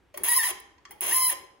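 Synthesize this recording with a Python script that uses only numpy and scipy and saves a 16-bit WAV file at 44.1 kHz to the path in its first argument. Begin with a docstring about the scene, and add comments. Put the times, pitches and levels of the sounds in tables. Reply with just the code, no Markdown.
"""In a small, echoing workshop, a hand turns a lathe's chuck in two short pushes to cut a thread.
Each push takes up the slack in the gears with a few clicks, then spins them: the teeth rattle, ring
high and whine at the rate they meet, inside a sheet-metal housing. The spindle rumbles when it rolls
slowly, and the bench shakes faintly. A close stereo microphone hears it all over soft room noise."""
import sys
import numpy as np
from scipy import signal
from scipy.fft import rfft, irfft
from scipy.io import wavfile
from scipy.ndimage import uniform_filter1d

SR = 44100
rng = np.random.default_rng(int(sys.argv[2]) if len(sys.argv) > 2 else 0)


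def master_out(mix):
    """Clip the mix to full scale and print it as 16-bit PCM to the path in sys.argv[1]."""
    frames = np.transpose(np.atleast_2d(mix))
    ceiling = np.clip(frames, -1, 1)
    pcm = np.round(ceiling * 32767).astype(np.int16)
    wavfile.write(sys.argv[1], SR, pcm)


N = 70560
TIME = np.arange(N) / SR
FREQS = np.arange(N + 1) * SR / (2 * N) + 1e-6  # Hz, for filtering; never exactly zero
LEFT_RIGHT = np.array([[1], [-1]])

# long-ringing notes of the sheet-metal panels: f/Hz, width/Hz, relative level/dB
PANEL_MODES = [(1030, 11, 7), (2120, 14, -9), (3060, 16, -18)]


def two_pushes():
    """The hand spins the gears twice; the four signals of each push are added up."""
    # how many teeth meet each second: t/s, f/Hz
    first_speed = [(.237, 481.5), (.262, 798.4), (.283, 947.4), (.305, 971.9), (.33, 934.7), (.357, 1031),
                   (.379, 1035), (.394, 924.8), (.412, 906.2), (.432, 821.4), (.45, 1030), (.471, 994.7),
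                   (.487, 756.8), (.51, 377.8)]
    second_speed = [(1.009, 340), (1.06, 540), (1.10, 760), (1.125, 935), (1.143, 1020), (1.18, 1036),
                    (1.25, 1033), (1.292, 1014), (1.304, 890), (1.317, 640), (1.332, 380)]
    # strength of the push: t/s, gear taps/dB, housing taps/dB, whine drive/dB
    first_strength = [(0.236, -23.5, -35, -28), (0.276, -29, -31.5, -40.5), (0.285, -20.5, -35.5, -25.5),
                      (.31, -28, -43.5, -20), (0.316, -20.5, -33, -24.5), (.348, -24.5, -38.5, -23),
                      (0.372, -17.5, -40.5, -22.5), (0.399, -27.5, -52.5, -20.5), (0.433, -27, -32, -26),
                      (.462, -26, -36, -23.5), (.508, -30.5, -34.5, -26.5)]
    second_strength = [(1.011, -31, -39.5, -34), (1.029, -29.5, -34.5, -45.5), (1.11, -26.5, -32.5, -26.5),
                       (1.149, -21, -41, -23.5), (1.19, -22.5, -35.5, -26), (1.205, -23, -68.5, -21.5),
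                       (1.24, -23.5, -45, -21), (1.265, -21, -56, -23.5), (1.292, -24, -34.5, -33.5),
                       (1.331, -34, -36, -27.5)]
    return push(first_speed, first_strength) + push(second_speed, second_strength)


def push(speed, strength):
    """One push gives taps on the gears, taps on the housing, a whine and taps for a low growl."""
    full_speed_hz, wobble = 1038, .005
    speed, strength = np.array(speed), np.array(strength)
    tooth_hz = np.interp(TIME, *speed.T) * (1 + wobble * wander(90))
    tooth_count = np.cumsum(tooth_hz) / SR
    pace = tooth_hz / full_speed_hz
    gear_gain, housing_gain, drive = (undb(np.interp(TIME, strength[:, 0], db)) for db in strength.T[1:])
    whine = drive * gear_whine(tooth_count, tooth_hz) * pace ** 2.9  # grows with speed
    growl_taps = undb(-41 - 15.5 * pace ** 6) * tooth_taps(tooth_count, tooth_hz)  # fades with speed
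    gear_taps = gear_gain * tooth_taps(tooth_count, tooth_hz)
    housing_taps = housing_gain * tooth_taps(tooth_count, tooth_hz)
    return gate(speed[0, 0], speed[-1, 0]) * np.array([gear_taps, housing_taps, whine, growl_taps])


def tooth_taps(tooth_count, tooth_hz):
    """Each tooth lands with one uneven tap and a short scrape after it."""
    jitter_teeth, scatter_db, scrape_s = .13, 2.5, .0001
    uneven_count = np.maximum.accumulate(tooth_count + jitter_teeth * wander(900))
    taps = np.diff(np.floor(uneven_count), prepend=0)
    taps *= undb(scatter_db * rng.standard_normal(N).clip(-2, 2)) / np.sqrt(tooth_hz)
    tails = signal.lfilter([1], [1, -np.exp(-1 / (scrape_s * SR))], taps)
    scrape = tails * rng.standard_normal(N)
    return unit(unit(taps - taps.mean()) + undb(-12.5) * unit(scrape))


def gear_whine(tooth_count, tooth_hz):
    """Meeting teeth make a tone whose overtones swell as they pass a resonance."""
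    # resonances that pick out the overtones: f/Hz, width/Hz, gain/dB
    modes = [(1110, 59.6, -1.5), (1854, 57.3, 2), (3360, 460, -13.5), (3970, 240, -19), (5230, 360, -9.5),
             (7560, 380, -14), (10020, 370, -15), (10660, 200, -1.5), (11370, 110, -17)]
    phase = tooth_count + .022 * wander(350)  # each tooth meets a little early or late
    whine, flutter_db = 0, 2.5
    for k in range(1, 12):
        gain = np.sqrt(sum(abs(response([mode], k * tooth_hz)) ** 2 for mode in modes))
        whine += gain * undb(flutter_db * wander(71)) * np.sin(2 * np.pi * k * phase)
    return whine


def gear_ring(taps, rubbing):
    """Tooth taps and a little rubbing make the steel gears ring high."""
    # notes of the gears: f/Hz, width/Hz, relative level/dB
    modes = [(8070, 67, -7.5), (9180, 47, -0.5), (9830, 200, -4.5), (10160, 48, 1), (10360, 70, 5.5),
             (10950, 30, -6.5), (10920, 69, -2.5), (11080, 780, -13), (11340, 94, -3.5),
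             (11600, 240, -12.5), (12400, 1000, -9.5), (12800, 100, -1), (13470, 190, -2.5),
             (14600, 660, -11), (15550, 270, -8.5)]
    return ring(taps + undb(-14) * rubbing, modes, low_hz=6500)


def housing_rattle(taps, click_force):
    """Tooth taps rattle the housing; taps and clicks leave its panels ringing."""
    # notes of the housing: f/Hz, width/Hz, relative level/dB
    modes = [(806, 40, -6.5), (1054, 157, 2), (1940, 504, -2.5), (2060, 38, -3), (2176, 200, -2),
             (2745, 250, 0), (3140, 180, 4), (3350, 340, -2), (3947, 220, -7), (5123, 530, -9),
             (6390, 210, 0.5), (7264, 120, -3.5)]
    panels = undb(-14) * ring(taps + click_force, PANEL_MODES, low_hz=700)
    return ring(taps, modes, low_hz=243.6) + panels


def gear_growl(taps):
    """The teeth of slowly turning gears stir up low notes."""
    # notes of the growl: f/Hz, width/Hz, relative level/dB
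    modes = [(340, 55, 3), (464, 93, -4), (570, 45, -3), (795, 90, 2.5)]
    return ring(taps, modes, low_hz=248)


def slack_clicks():
    """Teeth hit as the slack closes: bright snaps, clacks with dull knocks, a force on the housing."""
    # the clicks: t/s, knock f/Hz, knock level/dB, clack level/dB, snap level/dB, burst decay/s
    clicks = [(0.141, 587, -34, -41, -51.5, 0.0081), (.174, 882, -37, -33, -27, 0.0048),
              (0.2348, 1874, -34, -31.5, -18.5, 0.0018), (.601, 1050, -63.5, -62, -36.5, .002),
              (0.781, 1022, -50.5, -49.5, -87, 0.0015), (0.852, 1108, -46.5, -35, -64, 0.0027),
              (0.908, 841, -37, -44.5, -40, 0.011), (1.008, 910, -60, -30, -17.5, 0.0017),
              (1.3255, 565, -35, -50, -39, 0.00033)]
    # brief high and lower notes of teeth pressed together: f/Hz, width/Hz, relative level/dB
    snap_modes = [(9580, 300, 2.5), (12000, 1900, -8.5), (15500, 550, -1.5)]
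    clack_modes = [(1060, 300, -12.5), (1960, 380, -2), (3260, 100, -1), (4300, 670, -18),
                   (6500, 1500, -17)]
    knock_drift_hz, knock_rise_s, knock_decay_s, clack_top_hz = 49, .002, .013, 9000
    gear_force, housing_force, knocks = np.zeros((3, N))
    for start, hz, knock_db, clack_db, snap_db, decay_s in clicks:
        started, age = TIME >= start, np.maximum(TIME - start, 0)
        burst = started * np.exp(-age / decay_s) * rng.choice([-1, 1], N)
        gear_force += undb(snap_db) * burst
        housing_force += undb(clack_db) * burst
        cycles = np.cumsum(started * (hz + knock_drift_hz * wander(300))) / SR
        envelope = np.exp(-age / knock_decay_s) * (1 - np.exp(-age / knock_rise_s))
        knocks += undb(knock_db) * envelope * np.sin(2 * np.pi * cycles)
    treble_cut = 1 / (1 + 1j * FREQS / clack_top_hz - (FREQS / clack_top_hz) ** 2)
    housing_force = filtered(housing_force, treble_cut)
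    snaps = ring(gear_force, snap_modes, low_hz=7200)
    clacks = ring(housing_force, clack_modes, low_hz=500)
    return snaps, clacks + knocks, housing_force


def spindle_roll():
    """The slowly rolling spindle rubs unevenly; gives the rubbing and the rumble it makes."""
    # slow stretches: start/s, end/s, level/dB
    rolls = [(0.158, 0.253, -45), (0.51, 0.574, -53), (0.891, 1.022, -57), (1.034, 1.124, -45),
             (1.32, 1.452, -54.5)]
    # notes of the rumble: f/Hz, width/Hz, relative level/dB
    modes = [(374, 91, 30.5), (571, 110, -9), (842, 130, -4.5), (1886, 3600, -15.5)]
    envelope = sum(gate(start, end) * undb(db) for start, end, db in rolls)
    rubbing = envelope * rng.standard_normal(N) * undb(wander(180))
    return rubbing, ring(rubbing, modes, low_hz=207)


def bench_shake(rubbing):
    """The spindle's rubbing faintly shakes the bench."""
    # deep notes of the bench: f/Hz, width/Hz, relative level/dB
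    modes = [(62, 29.7, 3.5), (112, 40, 3), (190, 38, 5)]
    return undb(-16) * ring(rubbing, modes, low_hz=35)


def workshop(x, guard_db, room_db):
    """Sound reaches the microphone directly, off the lathe's splash guard and as the room's echo."""
    # how far the left channel leads the right: f/Hz, phase/rad
    left_lead = [(0, 0), (4350, -.4), (5400, -3.1), (6300, -6.3), (8450, -9.4), (11100, -12.6),
                 (13500, -15.7), (15450, -18.8), (22050, -27)]
    # time the echo takes to fade by 60 dB: f/Hz, t/s
    echo_times = [(200, 0.31), (550, 0.73), (1400, 0.57), (3700, 0.52), (10000, 0.34), (14000, 0.25)]
    guard_decay_s = .0047
    guard = unit(rng.standard_normal((2, N)) * np.exp(-TIME / guard_decay_s) * (TIME > .001))
    band_hz, fade_times = np.array(echo_times).T
    noise, echo = rng.standard_normal((2, N)), 0
    for share, fade_s in zip(np.eye(len(band_hz)), fade_times):
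        band = filtered(noise, np.interp(np.log(FREQS), np.log(band_hz), share))
        echo += band * undb(-60 * TIME / fade_s)
    reflections = (undb(guard_db) * guard + undb(room_db) * unit(echo * (TIME > .006))) / np.sqrt(N)
    mid, side = rfft(reflections, 2 * N)
    spread = FREQS / np.hypot(FREQS, 600)  # low notes are alike on both sides
    reflected = (mid + LEFT_RIGHT * spread * side) / np.sqrt(2)
    direct = np.exp(LEFT_RIGHT * 1j * np.interp(FREQS, *np.array(left_lead).T) / 2)
    power = 1 + undb(guard_db) ** 2 + undb(room_db) ** 2
    return filtered(x, (direct + reflected) / np.sqrt(power))


def room_air():
    """The room has a faint, steady hush."""
    # tone of the hush: f/Hz, relative level/dB
    spectrum = [(20, -19.5), (45, -1), (75, 0.5), (160, -8), (350, -3.5), (600, -11), (1000, -13),
                (2500, -17.5), (5000, -30), (10000, -36), (16000, -43)]
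    hz, db = np.array(spectrum).T
    gain = undb(np.interp(np.log(FREQS), np.log(hz), db))
    mid, side = unit(filtered(rng.standard_normal((2, N)), gain))
    return undb(-66) * (mid + undb(-7) * side * LEFT_RIGHT)


def undb(db):
    """Turn decibels into a gain."""
    return 10 ** (np.asarray(db) / 20)


def unit(x):
    """Scale to an average power of 1."""
    return x / np.sqrt(np.mean(x ** 2))


def filtered(x, gain):
    """Apply one gain for each frequency in FREQS."""
    return irfft(rfft(x, 2 * N) * gain)[..., :N]


def response(modes, hz):
    """How modes (an object's own notes) respond at hz, added with alternating signs."""
    return sum((-1) ** k * undb(db) / (1 + 1j * (hz / centre - centre / hz) * centre / width)
               for k, (centre, width, db) in enumerate(modes))


def ring(x, modes, low_hz):
    """Let x ring the modes, with a cut below low_hz and an average power gain of 1."""
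    gain = response(modes, FREQS) / (1 + low_hz / (1j * FREQS) - (low_hz / FREQS) ** 2) ** 2
    return filtered(x, gain / np.sqrt(np.mean(abs(gain) ** 2)))


def wander(rate_hz):
    """A smooth random wiggle of about size 1."""
    window = int(SR / rate_hz)
    return unit(uniform_filter1d(uniform_filter1d(rng.standard_normal(N), window), window))


def gate(start, end, release_s=.001):
    """On from start to end, then a quick fade."""
    return (TIME >= start) * np.exp(-np.maximum(TIME - end, 0) / release_s)


def scene():
    """The gears ring and whine straight at the microphone; the housing and its panels fill the room."""
    gear_taps, housing_taps, whine, growl_taps = two_pushes()
    snaps, clacks, click_force = slack_clicks()
    rubbing, rumble = spindle_roll()
    treble = gear_ring(gear_taps, rubbing) + snaps
    body = housing_rattle(housing_taps, click_force) + clacks + gear_growl(growl_taps) + rumble
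    whine = filtered(whine, 1 + undb(-3.5) * response(PANEL_MODES, FREQS))  # the panels ring along
    return (workshop(treble, guard_db=-20.5, room_db=-16)
            + workshop(body, guard_db=4, room_db=-2.5)
            + workshop(whine, guard_db=-13, room_db=-9)
            + bench_shake(rubbing) + room_air())


def record(dry):
    """The recorder cuts off the highest treble."""
    top_hz = 15850
    return signal.sosfilt(signal.ellip(10, .2, 70, top_hz, fs=SR, output="sos"), dry)


dry = scene()
out = record(dry)
master_out(out)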